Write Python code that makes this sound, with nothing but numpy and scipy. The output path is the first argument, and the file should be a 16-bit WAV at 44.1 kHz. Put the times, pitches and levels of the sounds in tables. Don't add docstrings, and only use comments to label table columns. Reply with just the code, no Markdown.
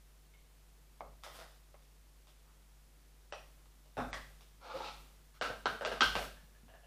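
import sys
import numpy as np
from scipy import signal
from scipy.fft import rfft, irfft, next_fast_len
from scipy.io import wavfile
from scipy.ndimage import uniform_filter1d

SR = 44100
rng = np.random.default_rng(int(sys.argv[2]) if len(sys.argv) > 2 else 0)


def linear_from_db(decibels):
    return 10 ** (np.asarray(decibels, float) / 20)


def store_pcm(level_fs):
    pcm = np.round(np.clip(level_fs, -1, 1) * 32767).astype(np.int16)
    wavfile.write(sys.argv[1], SR, np.atleast_2d(pcm).T)


N = 302526

# centre in Hz, width in Hz, level in dB.
JAR_MODES = [(626, 196, 4.5), (1325, 340, 2.5), (1970, 380, -2.5), (2850, 900, 1.5), (3600, 430, 6),
             (5100, 1300, 0.5), (10900, 9300, -6.5)]
# centre in Hz, width in Hz, level in dB.
DRAGGED_LID_MODES = [(332, 110, -11), (533, 61, 0), (701, 53, -3.5), (858, 72, 0.5), (1306, 185, -2),
                     (1620, 480, -12.5), (2460, 670, 1.5), (3860, 860, 3.5), (5170, 2000, -2),
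                     (10900, 8400, -29)]


def along(points, hz):
    f, v = np.transpose(points)
    return np.interp(np.log(hz + 1), np.log(f + 1), v)


def unit(x):
    return x / np.sqrt(np.mean(x ** 2) + 1e-20)


def coloured(spectrum):
    size = next_fast_len(N)
    white = rfft(rng.standard_normal(size))
    shape = linear_from_db(along(spectrum, np.fft.rfftfreq(size, 1 / SR)))
    return unit(irfft(white * shape, size)[:N])


def noise_swells():
    # start in seconds, hum lift in dB, hiss lift in dB, #
    # fading time in seconds.
    openings = [(1.01, 6.5, -0.5, 0.16), (1.25, 3.5, 3.5, 0.21), (3.34, 2, 2, 0.31), (3.97, 13, 6, 0.33),
                (4.13, -0.5, 2.5, .3), (4.7, 3, 5, 0.41), (4.9, 4, 4, 0.18), (5.41, 6, 8, 0.24),
                (5.66, 2.5, 8, 0.18), (5.85, 9, 4, 0.26), (6.01, 11.5, 14, 0.31), (6.16, 5, 11, 0.13)]
    opens_s = 0.04
    s, hum_db, hiss_db, closing_s = np.transpose(openings)
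    since = np.maximum(np.arange(N) / SR - s[:, None], 0)
    swell = 1 - np.exp(-(since / opens_s) ** 2)
    opening = swell * np.exp(-(since / closing_s[:, None]) ** 2.04)
    return hum_db @ opening, hiss_db @ opening


def camera_noise():
    # frequency in Hz, density in dB per Hz.
    rumble_spectrum = [(25, 0.5), (60, 0), (80, -7), (100, -3.5), (160, -6), (250, -11), (400, -39)]
    # frequency in Hz, density in dB per Hz.
    hiss_spectrum = [(120, -32), (200, -5), (459, -6), (591, -8), (647, -8), (1240, -10.5), (1780, -12),
                     (15000, -17)]
    mains_hz, hum_rest_db, hiss_rest_db = 50, -62, -69
    hum_lift_db, hiss_lift_db = noise_swells()
    turn = 2 * np.pi * mains_hz * np.arange(N) / SR
    hum = np.sqrt(2) * (np.sin(turn + 0.64) + linear_from_db(-15.0) * np.sin(3 * turn + 1.32))
    low = hum + linear_from_db(-12.5) * coloured(rumble_spectrum)
    return linear_from_db(hum_rest_db + hum_lift_db) * low + linear_from_db(hiss_rest_db + hiss_lift_db) * coloured(hiss_spectrum)


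def room(wet_db, direct_db=0):
    # frequency in Hz, time to fall 60 dB in seconds.
    decay = [(100, 0.87), (400, 0.34), (1200, 0.4), (1600, 0.46), (2000, 0.44), (4000, 0.49), (10000, 0.43)]
    # delay in seconds, level in dB.
    reflections = [(.0009, -2.5), (.0052, -7), (.0095, -10.5), (.012, -5.5)]
    build_up_s, early_db, early_s = 0.0055, -9.5, 0.049
    hz, t, z = signal.stft(rng.standard_normal(SR // 2), SR, nperseg=256)
    t60_s = np.clip(along(decay, hz), .05, 2)[:, None]
    tail = signal.istft(z * linear_from_db(-60 * t / t60_s), SR, nperseg=256)[1]
    now = np.arange(len(tail)) / SR
    tail = tail * (1 - np.exp(-(now / build_up_s) ** 2))
    tail = tail * (1 + linear_from_db(early_db) * np.exp(-now / early_s))
    tail = linear_from_db(wet_db) * tail / np.linalg.norm(tail)
    tail[0] = linear_from_db(direct_db)
    for s, db in reflections:
        tail[round(s * SR)] += linear_from_db(db + rng.normal(0, 1.0)) * rng.choice([-1, 1])
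    return tail


def soft_push(contact_s):
    u = np.arange(256) / SR / contact_s
    push = u * np.exp(-u)
    return push / np.sum(push)


def ring(modes, gains_db=0, size=2048):
    f = np.fft.rfftfreq(size, 1 / SR)
    gains = linear_from_db(gains_db) * np.ones(len(modes))
    response = 0
    for k, ((centre, width, db), gain) in enumerate(zip(modes, gains)):
        damping = 1j * f * width
        response = response + (-1) ** k * gain * linear_from_db(db) * damping / (centre * centre - f * f + damping)
    return irfft(response, size)


def knocks(events, modes, contact_s, snap_db=-3):
    snap_wider_hz, snap_contact_s, ringing_db = 710, 0.00005, -4
    snap_lowest_hz = 543
    shaded_hz = 5450
    out, hz = np.zeros(N + SR), np.array(modes)[:, 0]
    middle_modes = [m for m in modes if 900 <= m[0] <= 2300] or modes
    middle = np.abs(ring(middle_modes)).max()
    damped = [(c, w + snap_wider_hz, db) for c, w, db in modes]
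    bass_cut = signal.butter(2, snap_lowest_hz, 'high', fs=SR, output='sos')
    shade = signal.butter(2, shaded_hz, fs=SR, output='sos')
    for s, db, body_db, edge_db, wet_db in events:
        gains_db = np.where(hz < 900, body_db + 3, np.where(hz > 2300, edge_db, 0))
        ringing = np.convolve(ring(modes, gains_db), soft_push(contact_s))
        snap = np.convolve(ring(damped, gains_db), soft_push(max(contact_s, snap_contact_s)))
        if hz.max() > snap_lowest_hz:
            snap = signal.sosfilt(bass_cut, snap)
        snap = snap * np.abs(ringing).max() / np.abs(snap).max()
        direct = linear_from_db(ringing_db) * ringing + linear_from_db(snap_db) * snap
        heard = signal.fftconvolve(ringing, room(wet_db, direct_db=-np.inf))
        heard[:len(direct)] += signal.sosfilt(shade, direct)
        out[round(s * SR):][:len(heard)] += linear_from_db(db - 1.5) / middle * heard
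    return out[:N]


def rub(strokes, modes, colour_db, release_db_per_s, density, spike_db, splits, wet_db, contact_s=.00001):
    out = np.zeros(N + 2 * SR)
    groups = [ring([m for m in modes if np.searchsorted(splits, m[0]) == k]) for k in range(3)]
    t = np.arange(SR // 2) / SR
    for s, rise_s, hold_s, db, bright_db in strokes:
        release = linear_from_db(-release_db_per_s * np.maximum(t - rise_s - hold_s, 0))
        pressure = np.minimum(t / rise_s, 1) ** 0.95 * release
        slips = rng.random(len(t)) < density / SR
        size = linear_from_db(spike_db * np.minimum(rng.exponential(size=len(t)), 2))
        grains = unit(slips * rng.standard_normal(len(t)) * size)
        body = 0
        for k, group in enumerate(groups):
            body = body + linear_from_db(colour_db[k] + (k - 1) * bright_db) * group / np.linalg.norm(group)
        body, space = np.convolve(body, soft_push(contact_s)), room(wet_db)
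        body = signal.fftconvolve(body, space / np.linalg.norm(space))
        heard = signal.fftconvolve(grains * pressure, body)
        out[round(s * SR):][:len(heard)] += linear_from_db(db) * heard
    return out[:N]


def hand_on_table():
    # start in seconds, peak in dB.
    bumps = [(1.03, -58.5), (4.878, -57), (5.502, -45.5), (5.662, -42.5), (5.728, -51), (6.011, -35.5),
             (6.16, -43), (6.431, -57), (6.633, -52.5)]
    # centre in Hz, width in Hz, level in dB.
    board_modes = [(85, 38, 2), (227, 104, 6.5)]
    return knocks([(s, 0, db, 0, 3) for s, db in bumps], board_modes, contact_s=0.00054)


def granules():
    # start, rise and hold in seconds, level in dB, brightness in dB.
    rushes = [
        (1.212, 0.019, .002, -72, 0),
        (1.236, 0.0016, 0.0062, -56.5, -1.5),
        (1.255, 0.028, 0.053, -65, -1.5),
        (1.31, 0.032, .03, -63.5, 5),
        (1.37, 0.026, 0.035, -63.5, -2),
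        (1.44, .01, 0.099, -75, 3),
    ]
    return rub(rushes, JAR_MODES, colour_db=(5, 0, -1.5), release_db_per_s=500, density=1500, spike_db=2.0,
               splits=(2300, 7000), wet_db=2.5)


def spoon():
    # start in seconds, peak in dB, body under 900 Hz in dB,
    # edge over 2300 Hz in dB, share sent into the room in dB.
    taps = [
        (1.0068, -31.5, -2.5, -21, 0),
        (1.0535, -54, 2.5, -30, 9.5),
        (1.7425, -46.5, -4, -10, -1),
        (2.4795, -59, -18, -12, 13),
        (3.6576, -53.5, -12, -4, 1),
        (3.8594, -59, -1.5, 3, 5),
    ]
    tinks = [
        (.338, -58, -16, -8, 1.5),
        (1.0075, -47.5, -31, -21, -6),
        (1.743, -56, -12, -18, -10),
    ]
    # centre in Hz, width in Hz, level in dB.
    spoon_modes = [(607, 167, 5.5), (1200, 350, -1.5), (4300, 2200, -4)]
    handle_modes = [(590, 300, -7), (2170, 73, -1), (3030, 150, 1.5), (3640, 160, -5)]
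    bowl = knocks(taps, spoon_modes, contact_s=.00006)
    return bowl + knocks(tinks, handle_modes, contact_s=.00003, snap_db=-15)


def jar():
    # start in seconds, peak in dB, body
    # under 900 Hz in dB, # edge over 2300 Hz in dB, share sent into the room in dB.
    taps = [
        (1.2358, -43, -5.5, -2, 4.7),
        (1.2642, -45, 3.5, -12, 2.8),
        (1.3445, -54.5, -3, -2, 12),
        (1.3893, -52, 7.5, -0.5, 7.3),
        (1.4004, -52, -12, -13, 5),
        (1.824, -74, -7, 7, 5),
        (2.2713, -61, -5, -0.5, 9.3),
        (4.4084, -58.5, -2.5, 2, 5.9),
    ]
    stab = [
        (3.324, -35, -0.5, -3.5, 4),
    ]
    spoon_lands = [
        (4.1303, -31.5, -11, -11.5, 6.4),
    ]
    set_down = [
        (3.9695, -40.5, 3, -10.5, 12.8),
        (3.979, -42, 2.5, -16, 12.4),
        (3.994, -34, -17, -21, 6.7),
        (4.001, -35, -5.5, -18, 7.1),
    ]
    # centre in Hz, width in Hz, level in dB.
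    filled_modes = [(570, 114, 3.5), (815, 290, -1), (1224, 250, 0.5), (1930, 210, -5), (2530, 120, 5),
                    (3070, 600, -2), (4630, 900, -7.5), (5700, 180, 1.5), (8650, 1700, -14)]
    spoon_on_table_modes = [(610, 200, 4), (1145, 114, -2.5), (1364, 33, -3), (1550, 140, -6), (1905.6, 180, 0),
                            (2800, 430, 0), (3300, 540, 2), (5100, 377, -2.5), (5700, 230, -2), (8900, 6900, -13)]
    table_modes = [(117, 120, -11), (262, 21, 1), (540, 193, -2), (815, 200, -2.5), (1060, 103, -2.5),
                   (1423, 290, -5), (2600, 290, -1.5), (3600, 240, -0.5), (5500, 670, -6.5),
                   (10300, 3900, -10)]
    out = knocks(taps, JAR_MODES, contact_s=.00002, snap_db=-7.5)
    out = out + knocks(stab, filled_modes, contact_s=.00003)
    out = out + knocks(spoon_lands, spoon_on_table_modes, contact_s=.00002)
    return out + knocks(set_down, table_modes, contact_s=.00004, snap_db=-9)


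def squeaks():
    # start in seconds, length in seconds, pitch in Hz, level in dB.
    slips = [
        (4.737, .04, 535, -42.5),
        (4.801, 0.014, 900, -47.5),
        (4.832, 0.022, 1340, -55),
        (4.665, .06, 880, -58),
        (4.84, 0.018, 850, -52),
    ]
    out = np.zeros(N + SR)
    for s, length_s, hz, db in slips:
        u = np.arange(round(length_s * SR)) / SR / length_s
        wobble = unit(uniform_filter1d(rng.standard_normal(len(u)), size=120))
        pitch_hz = hz * (1 + .04 * (u - .5) + 0.022 * wobble)
        rough_db = 2.1 * unit(uniform_filter1d(rng.standard_normal(len(u)), size=90))
        swell = np.sin(np.pi * u) ** 0.39 * linear_from_db(rough_db)
        tone = swell * np.sin(2 * np.pi * np.cumsum(pitch_hz) / SR)
        heard = signal.fftconvolve(tone, room(wet_db=-2, direct_db=6))
        out[round(s * SR):][:len(heard)] += linear_from_db(db) * heard
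    return out[:N]


def lid_dragged():
    # start, rise and hold in seconds, level in dB, brightness in dB.
    drag = [
        (4.595, 0.09, 0.076, -48, -1),
        (4.7, 0.094, 0.08, -53, 7.5),
        (4.735, 0.014, .012, -49.5, -8),
        (4.798, 0.014, 0.016, -48.5, -2.5),
        (4.83, 0.022, 0.029, -52.5, 7.5),
        (4.93, .03, 0.11, -73.5, 8),
    ]
    # start in seconds, peak in dB, body under 900 Hz in dB,
    # edge over 2300 Hz in dB, share sent into the room in dB.
    catches = [
        (4.678, -60, 3, -9, 4.9),
        (4.806, -47.5, 6, -15, 2.6),
        (4.845, -41, 0, -13, 2.1),
        (4.876, -58, -19, -13, 3.4),
    ]
    scrape = rub(drag, DRAGGED_LID_MODES, colour_db=(-8, 0, -4), release_db_per_s=400, density=700, spike_db=3,
                 splits=(700, 2300), wet_db=6.5, contact_s=.00003)
    return scrape + knocks(catches, DRAGGED_LID_MODES, contact_s=.00004)


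def lid_on_jar():
    # start in seconds, peak in dB, body under 900 Hz in dB,
    # edge over 2300 Hz in dB, share sent into the room in dB.
    taps = [
        (5.4122, -29.5, -6, -2.5, 7.8),
        (5.4496, -32.5, -20, -9.5, 5.8),
        (5.5013, -41.5, 3, -16, 2.9),
        (5.8103, -37.5, -2.5, -8.5, 5.9),
        (5.8492, -33, -2.5, 2.5, 4.4),
        (5.9161, -37, -0.5, -2, 7.7),
        (6.1535, -32, 1, 3, 4.7),
        (6.1789, -43, -11, -14, 6.9),
    ]
    flat = [
        (5.6567, -21, -6.5, -11, 4.5),
    ]
    thread_snap = [
        (6.0075, -16.5, -16.5, -3, 5.7),
    ]
    seating = [
        (6.3584, -53, -16, -24.5, 7.3),
        (6.549, -59.5, -11, -14, 4.4),
        (6.6821, -57, -0.5, -6.5, 7.3),
        (6.738, -52.5, -4, -14, 7),
        (6.8339, -63, 1.5, -4, 8.8),
    ]
    # start, rise and hold in seconds, level in dB, brightness in dB.
    first_touch = [
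        (5.335, 0.0085, 0.022, -66.5, 3),
    ]
    twists = [
        (5.812, 0.0082, 0.073, -78.5, -27),
        (5.92, .02, .06, -66, 9),
        (6.16, 0.012, 0.013, -58, -8),
        (6.19, 0.044, 0.019, -53.5, 1.5),
        (6.27, .005, 0.032, -82, 4),
    ]
    # centre in Hz, width in Hz, level in dB.
    lid_modes = [(253, 64, 1.5), (438, 127, 8.5), (618, 210, 12), (1323, 140, 8.5), (1556, 102, 10),
                 (1656, 26, -2.5), (2050, 350, -34), (2410, 1280, 0.5), (2840, 220, 7.5), (3570, 550, -4),
                 (4600, 530, -0.5), (5350, 750, -4.5), (8300, 8050, -8.5), (12000, 29000, -14.5)]
    on_rim_modes = [(250, 69, -10), (446, 34, 6), (658, 87, 3), (910, 205, -3), (1280, 181, 1.5),
                    (1495, 225, 1), (1624, 45, 1), (1850, 610, -20.5), (3120, 350, -1), (3600, 200, 0.5),
                    (4240, 770, -3.5), (5900, 1100, -11), (12000, 7200, -22)]
    on_thread_modes = [(245, 180, -12), (575, 520, 5), (1030, 263, -4), (1290, 95.5, 4), (1484, 90, 2),
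                       (1560, 35.7, 6.5), (2090, 300, -7.5), (2830, 470, 0), (3260, 300, 3.5),
                       (3570, 150, 0.5), (4100, 660, -2), (5650, 1100, -9.5), (8450, 2900, -37),
                       (11830, 22000, -15.5)]
    rim_modes = [(644, 137, 3), (1723, 100, 2), (2850, 370, 3), (3530, 110, -16)]
    out = knocks(taps, lid_modes, contact_s=.00002)
    out = out + knocks(flat, on_rim_modes, contact_s=.00002, snap_db=0)
    out = out + knocks(thread_snap, on_thread_modes, contact_s=.000035, snap_db=-1.5)
    out = out + knocks(seating, rim_modes, contact_s=.00004, snap_db=-12)
    out = out + rub(first_touch, on_thread_modes, colour_db=(-12, 0, -5), release_db_per_s=450, density=4000,
                    spike_db=-3.0, splits=(1100, 2300), wet_db=-15)
    return out + rub(twists, lid_modes, colour_db=(7, 0, -14), release_db_per_s=448, density=770, spike_db=2,
                     splits=(2300, 7000), wet_db=-5)


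def scene():
    lid = squeaks() + lid_dragged() + lid_on_jar()
    return (hand_on_table() + granules() + spoon() + jar() + lid)[None]


def treble_gaps(x):
    attacks = [3.3125, 4.113, 5.393, 5.644, 5.838, 6.001]
    hz, t, z = signal.stft(x, SR, nperseg=1024)
    field = uniform_filter1d(rng.standard_normal(z.shape[1:]), size=4, axis=0)
    field = unit(uniform_filter1d(field, size=4, axis=1))
    threshold = np.interp(hz, [9000, 12200, 12700, 15000, 15500], [4, 2.4, .85, .8, -1.2])
    holes = field > threshold[:, None]
    full = signal.istft(z * ~holes * (hz < 15450)[:, None], SR, nperseg=1024)[1][:, :N]
    dull = irfft(rfft(full) * (np.fft.rfftfreq(N, 1 / SR) < 8750), N)
    now = np.arange(N) / SR
    around_s = np.array([-.003, 0, .018, .019, .027, .032])
    dullness = sum(np.interp(now, s + around_s, [0, 1, 1, .85, .85, 0]) for s in attacks)
    return full + dullness * (dull - full)


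def roll_off(x):
    return signal.sosfilt(signal.butter(12, 15620, fs=SR, output="sos"), x)


def record(dry):
    mix = treble_gaps(dry + camera_noise())
    return roll_off(mix)


dry = scene()
out = record(dry)
store_pcm(out)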